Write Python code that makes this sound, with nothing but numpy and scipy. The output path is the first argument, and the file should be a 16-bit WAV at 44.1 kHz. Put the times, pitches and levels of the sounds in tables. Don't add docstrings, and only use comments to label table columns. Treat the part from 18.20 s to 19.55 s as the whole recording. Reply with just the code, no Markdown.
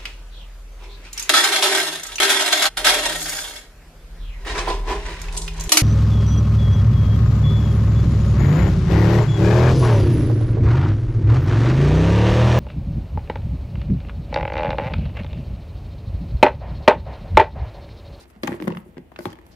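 import sys
import numpy as np
from scipy import signal
from scipy.io import wavfile
from scipy.ndimage import uniform_filter1d

SR = 44100
rng = np.random.default_rng(int(sys.argv[2]) if len(sys.argv) > 2 else 0)


def nominal_scale(level):
    x = np.asarray(level, float) / 20
    return 10 ** x


def persist_wave(psi):
    counts = np.round(np.clip(psi, -1, 1) * 32767).astype(np.int16)
    wavfile.write(sys.argv[1], SR, np.atleast_2d(counts).T)


N = 59535
T = np.arange(N) / SR
SIDES = np.array([[1], [-1]])
PORTS_HZ, PORT_TURN_RAD = 460, 1.84
PUSH_TURNS = 0.46


def level(x, db):
    return x * nominal_scale(db) / np.sqrt(np.mean(x ** 2))


def pan(left_right_db):
    return nominal_scale(left_right_db * SIDES / 2)


def lowpass(x, order, hz):
    return signal.lfilter(*signal.butter(order, hz, fs=SR), x)


def highpass(x, order, hz):
    return signal.lfilter(*signal.butter(order, hz, "high", fs=SR), x)


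def band(x, hz, width_hz):
    return signal.lfilter(*signal.iirpeak(min(hz, 0.4 * SR), hz / width_hz, SR), x)


def decay(t, t60_s):
    return np.exp(-np.log(1000) * t / t60_s)


def ring(x, hz, db, t60_s, turn):
    pole = np.exp(2j * np.pi * hz / SR - np.log(1000) / (max(t60_s, 0.003) * SR))
    z = signal.lfilter([1], [1, -pole], x)
    turn_rad = turn * PORT_TURN_RAD / (1 + (PORTS_HZ / hz) ** 3)
    left = (z * np.exp(0.5j * turn_rad)).imag
    right = (z * np.exp(-0.5j * turn_rad)).imag
    return nominal_scale(db) * np.array([left, right])


def soft_push(t, hz):
    return np.sin(np.pi * np.clip(t * hz / PUSH_TURNS, 0, 1)) ** 2


def add(out, at_s, x):
    i = max(int(at_s * SR), 0)
    out[:, i:i + x.shape[1]] += x[:, :N - i]


def walk(rate_hz):
    x = signal.lfilter([1], [1, -np.exp(-2 * np.pi * rate_hz / SR)], rng.standard_normal(N))
    x = uniform_filter1d(x, int(SR / rate_hz / 4))
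    return (x - x.mean()) / x.std()


# pitch_hz [Hz], level_db [dB]
HUM = [(59, -53.5), (83, -57)]


def hum():
    out = 0
    for pitch_hz, level_db in HUM:
        turns = pitch_hz * T + rng.random() + 0.099 * walk(4.9) + 0.009 * SIDES
        out = out + level(np.sin(2 * np.pi * turns), level_db) * nominal_scale(walk(1))
    return out * pan(3.2)


# freq_hz [Hz], density_db [dB per Hz]
AIR = [(18, -29), (30, -2.5), (239, -10.5), (702, -17), (1160, -66), (1280, -29.5), (2680, -30),
       (3220, -52), (16000, -40.5)]
AIR_DB = -54


def air():
    out = 0
    freq_hz, density_db = np.array(AIR).T
    for hz in 30 * 2 ** np.arange(0, 9.1, 0.5):
        mid, side = band(band(rng.standard_normal((2, N)), hz, hz / 2.86), hz, hz)
        band_db = np.interp(np.log(hz), np.log(freq_hz), density_db) + 1.46 * walk(3.8)
        out = out + nominal_scale(band_db) * (mid + np.clip(hz / 900, 0.6, 1) * side * SIDES)
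    return level(out, AIR_DB)


# start_s [s], length_s [s], level_db [dB], centre_hz [Hz]
SLIDES = [(0, 0.023, -55.5, 4350), (0, 0.018, -58, 9400), (0.081, .025, -67.5, 9700),
          (0.227, .13, -59, 10300), (0.414, 0.053, -58.5, 11900), (0.564, 0.033, -60.5, 11500),
          (0.652, 0.034, -69, 10200), (1.007, 0.053, -55, 12200), (0.991, 0.13, -59, 4800),
          (1.26, 0.055, -67.5, 11100), (1.316, 0.021, -60, 4540)]
SLIDE_EDGE_S, SLIDE_WIDTH = 0.01, 0.45


def slides():
    out = np.zeros((2, N))
    for start_s, length_s, level_db, centre_hz in SLIDES:
        rise = T - start_s + SLIDE_EDGE_S
        fall = (start_s + length_s - T) / 3 + SLIDE_EDGE_S
        shape = np.clip(np.minimum(rise, fall) / SLIDE_EDGE_S, 0, 1)
        hiss = band(rng.standard_normal((2, N)), centre_hz, centre_hz * SLIDE_WIDTH)
        hiss = band(hiss, centre_hz, centre_hz)
        out += level(hiss, level_db) * shape * nominal_scale(2.0 * walk(60))
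    return out


# time_s [s], level_db [dB]
DRAG = [(0,-54.5),(.045,-58.5),(.07,-66.5),(.22,-67),(.25,-42),(.34,-49.5),(.39,-56),(.43,-52),(.5,-53.5),(.55,-55.5),(.6,-62),(.68,-65.5),
        (.73,-68),(.9,-79),(.99,-57.5),(1.12,-57),(1.2,-64.5),(1.35,-59.5)]
DRAG_PER_S, DRAG_SPREAD_DB, DRAG_DB = 1500, 3, 4
DRAG_RIM_DB, DRAG_PANEL_DB = -24.5, -18


def drag():
    grains = (rng.random(N) < DRAG_PER_S / SR) * np.sign(rng.standard_normal(N))
    grains = grains * nominal_scale(DRAG_SPREAD_DB * rng.exponential(size=N))
    grains = grains / grains.std() + 0.5 * rng.standard_normal(N)
    grains = grains * nominal_scale(np.interp(T, *np.array(DRAG).T) + DRAG_DB + 2.0 * walk(9.6))
    rim = sum(ring(grains, hz, db, 0.37 * t60_s, rng.standard_normal()) for hz, db, t60_s in RIM)
    panel = sum(ring(grains, hz, db, t60_s, rng.standard_normal()) for hz, db, t60_s in PANEL)
    return rim * nominal_scale(DRAG_RIM_DB) + panel * nominal_scale(DRAG_PANEL_DB)


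# pitch_hz [Hz], level_db [dB], t60_s [s]
PANEL = [(106.6, -16, 0.11), (189.6, -16.5, 0.1), (250, -10.5, 0.094), (345, -8, 0.062), (450, -10, 0.05),
         (564, -8.5, 0.036)]
# start_s [s], level_db [dB], pitch_hz [Hz], t60_s [s]
KNOCKS = [(0.161,-39,212,0.11),(.234,-18,320,0.072),(0.2421,-19.5,250,0.056),(0.279,-20,219,0.032),(.291,-17,270,0.032),(.311,-21,201,0.1),
          (0.3202,-22.5,339,0.17),(1.0664,-22.5,305,0.036),(.341,-22.5,345,0.021),(0.4016,-24.5,292,0.073),(0.415,-25.5,323,0.065),(.424,-26,295,0.087),
          (0.4339,-26,183.8,0.22),(0.449,-22,236,0.028),(.473,-19,283,0.1),(.478,-9.5,259,0.035),(.495,-26.5,359,0.092),(0.506,-19.5,199,0.069),
          (0.523,-25.5,167,0.072),(.557,-24.5,173,0.078),(.571,-27,207,0.12),(.689,-34,218,0.025),(0.769,-26,276,0.015),(0.788,-31,185,0.065),
          (0.661,-41,362,0.18),(.989,-29,345,0.14),(1.056,-19,335,0.049),(1.0625,-20,112.5,0.056),(1.132,-38,331,0.23),(1.189,-43.5,345,0.12)]
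MODE_SCATTER_DB, KNOCK_DB = 1.5, 0.5


def knocks():
    out, t = np.zeros((2, N)), T[:5000]
    for start_s, level_db, pitch_hz, t60_s in KNOCKS:
        push = soft_push(t, pitch_hz)
        x = ring(push, pitch_hz, 0, t60_s, rng.standard_normal())
        for mode_hz, mode_db, mode_t60_s in PANEL:
            detune, scatter, turn = rng.standard_normal(3)
            x = x + ring(push, mode_hz * (1 + 0.064 * detune), mode_db + MODE_SCATTER_DB * scatter,
                         mode_t60_s, turn)
        x = highpass(x, 2, pitch_hz / 2)
        add(out, start_s, x * nominal_scale(level_db + KNOCK_DB) / push.sum())
    return out


# start_s [s], pitch_hz [Hz], level_db
# [dB], t60_s [s]
PINGS = [(.2333,563,-16,0.018),(.2338,2240,-22.5,0.008),(.234,3540,-43,0.012),(.2342,4320,-22,0.0078),(.244,3500,-52,.015),
         (.2735,2420,-19.5,.009),(.2762,840,-17,0.026),(.2765,1600,-18,0.013),(.277,2900,-23,.008),(.274,6630,-27,0.0085),
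         (.320,1640,-22.5,0.0053),(.328,1950,-24.5,0.0062),(.401,1190,-36,0.01),(.424,2800,-38,0.014),
         (.4732,630,-15.5,0.0084),(.4782,1036,-16.5,0.011),(.4777,1600,-26,0.005),(.4785,2000,-23.5,0.01),(.503,3060,-58,0.0088),(.506,945,-25,0.03),
         (.5215,2800,-30.5,0.013),(.523,493,-23,0.038),(.549,1650,-31.5,0.015),(.5712,1160,-23,0.0096),(.571,2030,-34,0.014),(.5715,2760,-31,0.014),
         (.769,1880,-35,0.0048),(.7808,2840,-37,.005),(.7808,4140,-54,.005),(.781,6560,-53,0.0058),(.7812,390,-20,0.013),
         (.9175,666,-34.5,0.021),(.9175,1530,-44,0.019),(.9185,2050,-48,0.019),(.921,292,-33.5,0.02),
         (.9612,1550,-35,0.012),(.9618,2030,-31,0.0052),(.9612,2560,-28,0.0075),(.9616,3150,-33,.006),
         (.989,608,-25,0.044),(.989,1494,-34,0.033),(.989,4830,-34,0.0055),(1.003,230,-27.5,0.022),
         (1.055,813,-22.5,0.036),(1.055,3500,-29.5,0.0095),(1.0555,4280,-32,0.01),(1.1032,580,-32.5,0.0077),
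         (1.129,1830,-38,0.011),(1.13,3160,-38.5,0.017),(1.214,1940,-46,0.016)]
PING_TURN = 0.84


def pings():
    out, t, snap = np.zeros((2, N)), T[:3000], np.array(list(SNAPS) + list(TICKS))
    for k, (start_s, pitch_hz, level_db, t60_s) in enumerate(PINGS):
        push = soft_push(t, pitch_hz)
        pan_db = snap[np.argmin(np.abs(snap[:, 0] - start_s)), 4]
        turn = PING_TURN * np.sign(pan_db + 0.1)
        x = ring((-1) ** k * push / push.sum(), pitch_hz, level_db, t60_s, turn)
        add(out, start_s, x * pan(pan_db))
    return out


# pitch_hz [Hz], level_db [dB], t60_s [s]
RIM = [(695,-2,0.048),(890,-1.5,0.037),(1077,10,0.0093),(1300,-36,0.0025),(1600,-1,0.0081),(1909,4.5,0.0064),(2250,-7,0.0035),
       (2465,-2,0.004),(3217,-7,0.0086),(4380,-3,0.0042)]
# [dB, left over right]
SNAPS = [(.2325,-20.5,-25,9.6,2),(.273,-23,-14,3,5),(0.2758,-20.5,-27.5,7.3,9.5),(.320,-26.5,-34,2.5,0),(.328,-38,-33,2,12.5),
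         (.341,-30.5,-36,0.88,-3),(0.4009,-27,-54,1.34,0.5),(0.4233,-24.5,-22,1.6,-3.5),(.473,-25.5,-33,0.76,12.5),(.478,-19.5,-20.5,3.64,-1.5),
         (0.5227,-29,-32,0.46,-1),(.549,-33,-25.5,3.7,0),(.570,-30.5,-37,7.3,-0.5),(.769,-40.5,-40,7.2,1),(0.7801,-34.5,-26,2.5,-2),
         (0.9179,-40,-32,8.8,2.5),(0.9608,-33,-41,5.9,-1.5),(.989,-28.5,-19.5,4.4,0.5),(1.055,-17,-18.5,1.26,6),(1.1032,-33,-10.5,0.93,1.5),
         (1.128,-38.5,-19,8.4,1),(1.1879,-40.5,-19,1.5,11)]
# [dB, left over right]
TICKS = [(0.099,-50.5,-16,16,4.5),(.412,-49,0.5,1.5,8),(0.441,-39.5,-28,3.4,-16),(.503,-28.5,-22,1.2,7),
         (1.007,-36,-23,1.9,7.5),(1.064,-32.5,-28,1.2,-11),(1.155,-44,-14.5,1.36,8),(1.214,-49.5,-17,3.9,-1),(1.265,-45,-10,3.1,0)]
SPOT_HZ = [3600,1810,2130,1760,1970,1210,1760,2800,1180,1300,2310,1890,2300,1600,2600,1260,2700,2400,1460,1960,2200,1480,
           2060,2970,2500,2300,1150,1750,3030,1600,1390]
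SPOT_FALL_DB = 1.5
SNAP_RISE_S, CLICKS_PER_S = 0.00066, 7700
SNAP_DB, TREBLE_DB, TAIL_DB, TAIL_T60_S = 2.5, 12, -12.5, 0.058


def snaps():
    out, t = np.zeros((2, N)), T[:2500]
    for (start_s, level_db, treble_db, length_ms, pan_db), centre_hz in zip(list(SNAPS) + list(TICKS), SPOT_HZ):
        fade = np.exp(-t / (max(length_ms, 0.3) / 1000) * 2) * (1 - np.exp(-t / SNAP_RISE_S))
        chance, size = rng.random((2, len(t)))
        clicks = (chance < CLICKS_PER_S / SR) * (2 * size - 1) * fade
        clicks[8] = 2 / max(length_ms, 1)
        body = 0
        for mode_hz, mode_db, t60_s in RIM:
            detune, scatter, turn = rng.standard_normal(3)
            spot_db = -SPOT_FALL_DB * np.log2(mode_hz / centre_hz) ** 2
            body = body + ring(clicks, mode_hz * (1 + 0.028 * detune),
                               mode_db + MODE_SCATTER_DB * scatter + spot_db, t60_s, turn)
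        body = highpass(lowpass(body, 4, 2 * centre_hz), 2, 0.34 * centre_hz)
        body /= np.abs(body).max()
        hiss = rng.standard_normal((3, 2, len(t)))
        crack = band(band(hiss[0], 5600, 3700), 4400, 5300) + 1.16 * band(hiss[1], 10900, 3500)
        crack = crack * fade * nominal_scale(treble_db + TREBLE_DB)
        tail = band(hiss[2], 2730, 1110) * decay(t, TAIL_T60_S) * nominal_scale(TAIL_DB)
        add(out, start_s, (body + tail + crack) * nominal_scale(level_db + SNAP_DB) * pan(pan_db))
    return out


ROOM_T60_S, ROOM_DB, ROOM_TOP_HZ = 0.35, -15, 2200


def room(lid):
    t = T[:12000]
    mid, side = rng.standard_normal((2, len(t))) * decay(t, ROOM_T60_S) * (t > 0.004)
    echo = mid + highpass(side, 2, PORTS_HZ) * SIDES
    echo = level(lowpass(echo, 1, ROOM_TOP_HZ), ROOM_DB) / np.sqrt(len(t))
    return signal.fftconvolve(lid.mean(0, keepdims=True), echo, axes=1)[:, :N]


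LID_LOW_HZ, LEFT_DB = 109, 0.98


def scene():
    background = air() + hum()
    lid = highpass(slides() + drag() + knocks() + pings() + snaps(), 4, LID_LOW_HZ)
    return (lid + room(lid)) * pan(LEFT_DB) + background


def band_limit(x):
    return signal.sosfilt(signal.butter(12, 16540, fs=SR, output="sos"), x)


def record(dry):
    mix = highpass(dry, 2, 45)
    mix = signal.lfilter(*signal.cheby1(6, 1, 15200, fs=SR), mix)
    return band_limit(mix)


dry = scene()
out = record(dry)
persist_wave(out)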